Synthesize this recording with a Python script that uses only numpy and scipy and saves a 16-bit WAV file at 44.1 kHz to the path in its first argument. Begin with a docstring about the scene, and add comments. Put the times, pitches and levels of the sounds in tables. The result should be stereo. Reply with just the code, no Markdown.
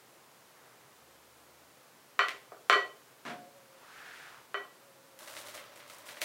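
"""Baking at a kitchen table

Batter smears off a wooden spoon, the spoon clacks in a glass bowl and sets it ringing, the table is
bumped and the bowl is dragged away on its towel. Then a collar of parchment paper flexes, scrapes
and snaps as it is shoved into a metal cake pan. A small live room, with faint hum and hiss."""
import sys
import numpy as np
from scipy import signal
from scipy.fft import rfft, irfft, next_fast_len
from scipy.io import wavfile
from scipy.ndimage import map_coordinates

SR = 44100
rng = np.random.default_rng(int(sys.argv[2]) if len(sys.argv) > 2 else 0)


def file_out(sig):
    """Save sig as 16-bit WAV at sys.argv[1]."""
    # one column per channel
    cols = np.atleast_2d(sig).T
    # limit, then scale
    lim = np.clip(cols, -1, 1)
    pcm = np.round(lim * 32767).astype(np.int16)
    wavfile.write(sys.argv[1], SR, pcm)


N = 275184
TIME = np.arange(N) / SR
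AGE = TIME[:SR * 3 // 4]  # seconds since a hit

# bending modes of the bowl's rim: f/Hz, relative level/dB, base t60/s
RIM_MODES = [(403, -7, .33), (1051, -5, .25), (1937, 2.5, .24), (3048, -2.5, .27), (4368, -8.5, .25),
             (5868, -25, .3), (7400, -25, .14)]
# tone of a paper crease giving way: f/Hz, level/dB
CREASE_SPECTRUM = [(41, -58), (70, -42), (272, -25), (613, -5), (822, -22.5), (1550, -8.5), (1770, -7),
                   (2030, -2.5), (2380, -8), (4090, -8), (4790, -13), (6570, -14.5), (15500, -19)]
# shoves of the paper into the pan: t/s, length/s, starting level/dB
PAPER_SHOVES = [(5.193, 0.21, -56.5), (5.444, 0.053, -52.5), (5.53, 0.02, -48), (5.748, 0.032, -58.5),
                (5.863, 0.084, -58.5), (6.049, 0.061, -53.5), (6.148, 0.041, -59), (6.206, 0.013, -42)]
# stereo image of the room: f/Hz, left-right likeness
ROOM_LIKENESS = [(100, 1), (1200, 0.99), (2500, 0.95), (5000, 0.8), (9000, 0.83), (15000, 0.56)]


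def amp(db):
    """Decibels to gain."""
    return 10 ** (np.asarray(db) / 20)


def unit(x):
    """Scale to rms 1."""
    return x / np.sqrt(np.mean(x ** 2) + 1e-20)


def along(points, hz):
    """Read (frequency, value) points on a log axis."""
    f, v = np.transpose(points)
    return np.interp(np.log(hz + 1), np.log(f + 1), v)


def wobble(rate):
    """A smooth random curve, rate knots a second."""
    return map_coordinates(rng.standard_normal(int(N * rate / SR) + 4), [TIME * rate])


def swell(start_s, length_s, attack_s, fade_db_per_s, grow_db_per_s=0):
    """An envelope that rises, holds or grows until its length is up, then fades."""
    age = TIME - start_s
    db = grow_db_per_s * np.clip(age, 0, length_s) - fade_db_per_s * np.maximum(age - length_s, 0)
    return np.clip(age / attack_s, 0, 1) * amp(db)


def add(track, s, sound):
    """Mix a sound in at time s."""
    part = track[:, round(s * SR):][:, :sound.shape[-1]]
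    part += sound[..., :part.shape[1]]


def filtered(x, response):
    """Equalise x with a gain given as a function of frequency."""
    n = x.shape[-1]
    padded = next_fast_len(n + 8192)
    return irfft(rfft(x, padded) * response(np.fft.rfftfreq(padded, 1 / SR)), padded)[..., :n]


def diffuse(n, likeness=ROOM_LIKENESS):
    """Stereo white noise, centred in the bass and wider in the treble."""
    def mid_side_gains(hz):
        width = np.arccos(np.clip(along(likeness, hz), 0, 1)) / 2
        return np.array([np.cos(width), np.sin(width)])
    mid, side = filtered(rng.standard_normal((2, n)), mid_side_gains)
    return np.array([mid + side, mid - side])


def rush(spectrum, likeness=ROOM_LIKENESS):
    """Steady stereo noise of rms 1 with the given colour."""
    return unit(filtered(diffuse(N, likeness), lambda hz: amp(along(spectrum, hz))))


def pulse(colour_db, spread=0.000409, size=4096):
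    """A click with the energy of 10 ms at rms 1; bending waves carry its treble ahead of its bass."""
    hz = np.fft.rfftfreq(size, 1 / SR)
    cepstrum = irfft(np.log(amp(colour_db(hz)) + 1e-6))
    cepstrum[1:size // 2] *= 2  # minimum phase keeps the attack sharp
    cepstrum[size // 2 + 1:] = 0
    phase_lag = 4 * np.pi * spread * np.sqrt(1000 * hz)
    click = irfft(np.exp(rfft(cepstrum) - 1j * phase_lag))
    return unit(click) * np.sqrt(SR / 100 / size)


def ring(modes, rise_s, split, twin_db, twin_life):
    """Decaying modes, each beating against a weaker, slightly sharp twin."""
    hz, db, t60 = np.transpose(modes)[:, :, None]
    main = amp(-60 * AGE / t60) * np.sin(2 * np.pi * hz * AGE)
    twin = amp(twin_db - 60 * AGE / (t60 * twin_life)) * np.cos(2 * np.pi * hz * (1 + split) * AGE)
    gains = amp(db + rng.standard_normal(hz.shape))
    return (gains * (main + twin)).sum(0) * (1 - np.exp(-AGE / rise_s))


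def in_kitchen(x, wet_db):
    """A short sound followed by its own dense tail of wall echoes."""
    # reverb time of the kitchen: f/Hz, t60/s
    reverb_times = [(150, 0.66), (500, 0.48), (1500, 0.29), (4000, 0.34), (12000, 0.31)]
    hz, t, noise = signal.stft(diffuse(len(AGE)), SR, nperseg=256)
    decay = amp(-60 * t / along(reverb_times, hz)[:, None])
    tail = signal.istft(noise * decay, SR, nperseg=256)[1][:, :len(AGE)]
    tail *= 1 - np.exp(-AGE / 0.00037)
    response = amp(wet_db) * tail / np.linalg.norm(tail[0])
    response[:, 0] += 1  # direct sound
    return signal.fftconvolve(x[None], response, axes=1)[:, :len(AGE)]


def hum():
    """A faint hum swells three times, wavering and sinking in pitch."""
    # swells of the hum: t/s, length/s, starting f/Hz, level/dB
    hum_swells = [(.9, 0.92, 542, -73), (3.25, 0.53, 560, -61.5), (4.77, 0.405, 557.5, -62)]
    sag_hz_per_s, waver_hz = 34, 8.93
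    out = np.zeros(N)
    for s, length, hz, db in hum_swells:
        pitch_hz = hz - sag_hz_per_s * (TIME - s) + waver_hz * wobble(60)
        envelope = amp(db) * swell(s, length, attack_s=0.081, fade_db_per_s=150)
        out += envelope * np.sin(2 * np.pi * np.cumsum(pitch_hz) / SR)
    flutter = 1 + 0.3 * wobble(30)
    return flutter * out


def room_tone():
    """The bed: still air and microphone hiss, the hum, and a low drone that comes and goes once."""
    # tone of the air and hiss: f/Hz, level/dB
    air_spectrum = [(25, -46), (50, -26), (80, -16), (100, -12), (125, -0.5), (173, -7.5), (322, -3.5),
                    (520, -1), (700, -3), (1140, -3), (3300, -9.5), (15500, -15)]
    # their stereo image: f/Hz, left-right likeness
    air_likeness = [(60, 1), (150, 0.91), (380, 0.75), (950, 0.66), (2380, 0.025), (5980, 0.066),
                    (15000, 0.0)]
    drone_gain = amp(-76.5) * swell(start_s=0.92, length_s=0.72, attack_s=0.12, fade_db_per_s=110)
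    drone_hz = 76 + 0.87 * wobble(9.1)
    drone = drone_gain * np.sin(2 * np.pi * np.cumsum(drone_hz) / SR)
    return amp(-57.5) * rush(air_spectrum, air_likeness) + hum() + drone


def batter():
    """One soft, sticky smear as the batter leaves the spoon."""
    smear_spectrum = [(200, -57), (600, 16), (2000, 19), (3500, -27), (12000, -26)]  # f/Hz, level/dB
    smear = swell(start_s=0.5, length_s=0.15, attack_s=0.11, fade_db_per_s=45)
    return smear * amp(-64 + 1.2 * wobble(40)) * rush(smear_spectrum)


def towel():
    """Cloth hisses over the wood grain in one pull: faster is louder, and its rasp rises in pitch."""
    # tone of the sliding cloth: f/Hz, level/dB
    cloth_spectrum = [(59, -52), (100, -25), (570, -11), (620, -17), (674, -5), (1090, -11), (1190, -18),
                      (1590, -3.5), (2370, -5.5), (15000, -27.5)]
    start_s, length_s, skew = 3.68, 0.81, 1.22
    progress = np.clip((TIME - start_s) / length_s, 0, 1)
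    speed = 0.9 * np.sin(np.pi * progress ** skew)
    rasp_hz = 850 + 850 * speed
    roughness = unit(filtered(rng.standard_normal(N), lambda hz: 1 / (1 + (hz / 330) ** 2)))
    rasp = roughness * np.sin(2 * np.pi * np.cumsum(rasp_hz) / SR)
    hiss = amp(-53 + 0.45 * wobble(30.2)) * rush(cloth_spectrum)
    return speed * (hiss + amp(-49) * rasp)


def table_bump():
    """A dull, indirect knock with a short rattle; the table and pan hum on after it."""
    # the bump and its rattle: t/s, relative level/dB
    hits = [(3.2519, -40.5), (3.263, -40), (3.278, -42), (3.297, -42)]
    # tone of each hit: f/Hz, level/dB
    hit_spectrum = [(35, -73), (60, -37), (222, -5.5), (265, -6.5), (404, -9.5), (515, -9), (703, -5),
                    (768, -9), (1600, -6), (1780, -7.5), (12000, -37.5), (15600, -62), (22000, -120)]
    # ring of the table and pan: f/Hz, level/dB, t60/s
    table_modes = [(145, -47.5, 0.55), (227.5, -48, 0.41), (716, -38, 0.61)]
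    out = np.zeros((2, N))
    for s, db in hits:
        knock = pulse(lambda hz: along(hit_spectrum, hz))
        add(out, s, amp(db - 10) * in_kitchen(knock, wet_db=12))
    add(out, hits[1][0], ring(table_modes, rise_s=0.055, split=0.0059, twin_db=-10, twin_life=1))
    return out


def shoving(fade_db_per_s):
    """The strongest shove at each moment: the paper catches, then the pressure builds."""
    shoves = [amp(db) * swell(s, length, attack_s=0.014, fade_db_per_s=fade_db_per_s, grow_db_per_s=38)
              for s, length, db in PAPER_SHOVES]
    return np.max(shoves, axis=0)


def crackle(per_s, spread_db, t60_s=0.0063):
    """Tiny creases give way at random, each a short burst of noise; rms 1 overall."""
    sizes = amp(spread_db * np.clip(rng.standard_normal(N), -2, 2))
    pops = (rng.random(N) < per_s / SR) * sizes
    power = signal.fftconvolve(pops ** 2, amp(-60 * AGE / t60_s) ** 2)[:N]
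    return unit(np.sqrt(np.abs(power)) * rush(CREASE_SPECTRUM))


def parchment():
    """With each shove the sheet flexes and its edge slips along the pan; creases pop on top."""
    # body of the flexing sheet: f/Hz, level/dB
    sheet_spectrum = [(47, -56), (80, -32), (92, -33), (107, -2.5), (145, -29), (241, -12), (322, -7),
                      (445, -13.5), (584, 4), (712, -8), (1080, -2), (1520, -5), (1820, -7.5), (6000, -16),
                      (7800, -44), (13200, -120)]
    # bright scrape of its edge: f/Hz, level/dB
    edge_spectrum = [(1500, -22), (4000, -1), (9000, 2.5), (15500, -4.5)]
    # the loudest creases popping: t/s, relative level/dB, relative treble/dB
    snaps = [(5.1905, -36.5, -4), (5.2759, -36, -17), (5.3671, -30, -21), (5.485, -35, -15),
             (5.5518, -37, -10), (5.5759, -34, -44), (5.803, -39.5, -26), (5.899, -37, -14),
             (5.9848, -40, 2), (6.0897, -32.5, -25), (6.1698, -36.5, -40), (6.2169, -18, -15.5)]
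    held = amp(-58) * (TIME > PAPER_SHOVES[0][0])  # the bent sheet keeps rustling between shoves
    flexing = np.hypot(held, amp(-2.5) * shoving(fade_db_per_s=110))
    sliding = amp(-2.5) * shoving(fade_db_per_s=194)  # the edge stops before the sheet settles
    slips = wobble(260)
    rustle = flexing * amp(1.9 * slips + 0.63 * wobble(45)) * rush(sheet_spectrum)
    scrape = sliding * amp(2.0 * slips + 1.6 * wobble(1500)) * rush(edge_spectrum)
    creases = (amp(-12.5) * flexing + amp(-10.5) * sliding) * crackle(per_s=220, spread_db=5)
    out = rustle + scrape + creases
    for s, db, treble_db in snaps:
        shelf_db = lambda hz: (treble_db + 13.5) / (1 + (5000 / (hz + 1)) ** 4)
        snap = pulse(lambda hz: along(CREASE_SPECTRUM, hz) + shelf_db(hz))
        add(out, s, amp(db - 17) * in_kitchen(snap, wet_db=4.5))
    return out


def rim_db(hz, lift_db, width=0.017):
    """The bowl radiates a clack most strongly around its own modes."""
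    return sum(lift_db / (1 + ((hz / mode_hz - 1) / width) ** 2) for mode_hz, _, _ in RIM_MODES)


def spoon_knocks():
    """Each blow is a wooden clack plus the ring of the glass, which the pressed spoon damps quickly."""
    # spoon on bowl: t/s, clack level/dB, contact corner f/Hz, thud lift/dB, glass level/dB,
    # ring length factor (small while the spoon stays pressed), rim lift/dB
    knocks = [(2.1917, -23, 3200, -10.5, -20, 0.78, 8.5), (2.519, -48.5, 1100, 5.5, -60, 1, 7),
              (2.6975, -19.5, 4140, -3.5, -24, 1.17, 9.5), (2.727, -28, 4420, -7.5, -33, 1.34, 7),
              (2.7576, -48, 1810, 8, -28, 0.45, 2), (2.778, -63, 1790, -6.5, -18.5, 0.7, 6),
              (4.543, -34, 2210, -4.5, -30, 1, 13.5)]
    # tone of the wooden clack: f/Hz, level/dB
    wood_spectrum = [(60, -41), (200, -32), (390, -5), (730, -1.5), (880, -12), (1200, 3), (1450, 0),
                     (2030, -9.5), (2300, -3.5), (2700, -12), (3600, -12.5), (5200, -21), (7500, -21.5),
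                     (12000, -24.5)]
    # short resonances of the spoon pressed on the bowl: f/Hz, relative level/dB, t60/s
    spoon_modes = [(372, -15, .35), (548, -11, .3), (614, -8, .3), (716, -5, .27), (765, -12, .25),
                   (1152, -6, .22), (1186, -1, .2), (1265, -4, .13), (1356, 0, .2), (1457, -5, .18),
                   (1490, -6, .18), (1525, -4, .2), (1659, -7, .17), (1763, -5, .12), (2183, -10, .2),
                   (2341, -8, .18), (4310, -6, .16)]
    out = np.zeros((2, N))
    for s, db, corner_hz, thud_db, glass_db, ring_factor, rim_lift_db in knocks:
        # a softer contact lasts longer and loses treble; a heavier one pushes the whole bowl
        contact_db = lambda hz: thud_db / (1 + (hz / 850) ** 6) - 10 * np.log10(1 + (hz / corner_hz) ** 4)
        clack_db = lambda hz: along(wood_spectrum, hz) + rim_db(hz, rim_lift_db) + contact_db(hz)
        clack = in_kitchen(pulse(clack_db, spread=0.001304), wet_db=2.5)
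        wood_modes = [(hz, level + contact_db(hz), t60) for hz, level, t60 in spoon_modes]
        wood = ring(wood_modes, rise_s=0.0071, split=0.0089, twin_db=-4, twin_life=0.63)
        glass_modes = [(hz, level + 1.44 * contact_db(hz), t60 * ring_factor)
                       for hz, level, t60 in RIM_MODES]
        glass = ring(glass_modes, rise_s=0.0063, split=0.00572, twin_db=-15, twin_life=2.01)
        add(out, s, amp(db) * (clack + amp(-2.5) * wood) + amp(glass_db) * glass)
    return out


def handle_ticks():
    """The spoon's handle gives a few sharp little ticks."""
    # ticks of the handle: t/s, relative level/dB
    ticks = [(2.2851, -38.5), (2.2926, -42), (2.308, -51)]
    # tone of a tick: f/Hz, level/dB
    tick_spectrum = [(180, -41), (300, -17), (1220, -20), (1540, -7.5), (1940, -1), (2790, -8),
                     (3070, -9.5), (15500, -37)]
    tick = pulse(lambda hz: along(tick_spectrum, hz), spread=0.00021)
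    out = np.zeros((2, N))
    for s, db in ticks:
        add(out, s, amp(db + 2.5) * in_kitchen(tick, wet_db=-1.5))
    return out


def scene():
    """Everything at the table, heard from straight ahead."""
    return spoon_knocks() + handle_ticks() + table_bump() + towel() + batter() + parchment() + room_tone()


def record(dry):
    """A brick-wall low-pass takes off the very top."""
    return filtered(dry, lambda hz: hz < 15850)


dry = scene()
out = record(dry)
file_out(out)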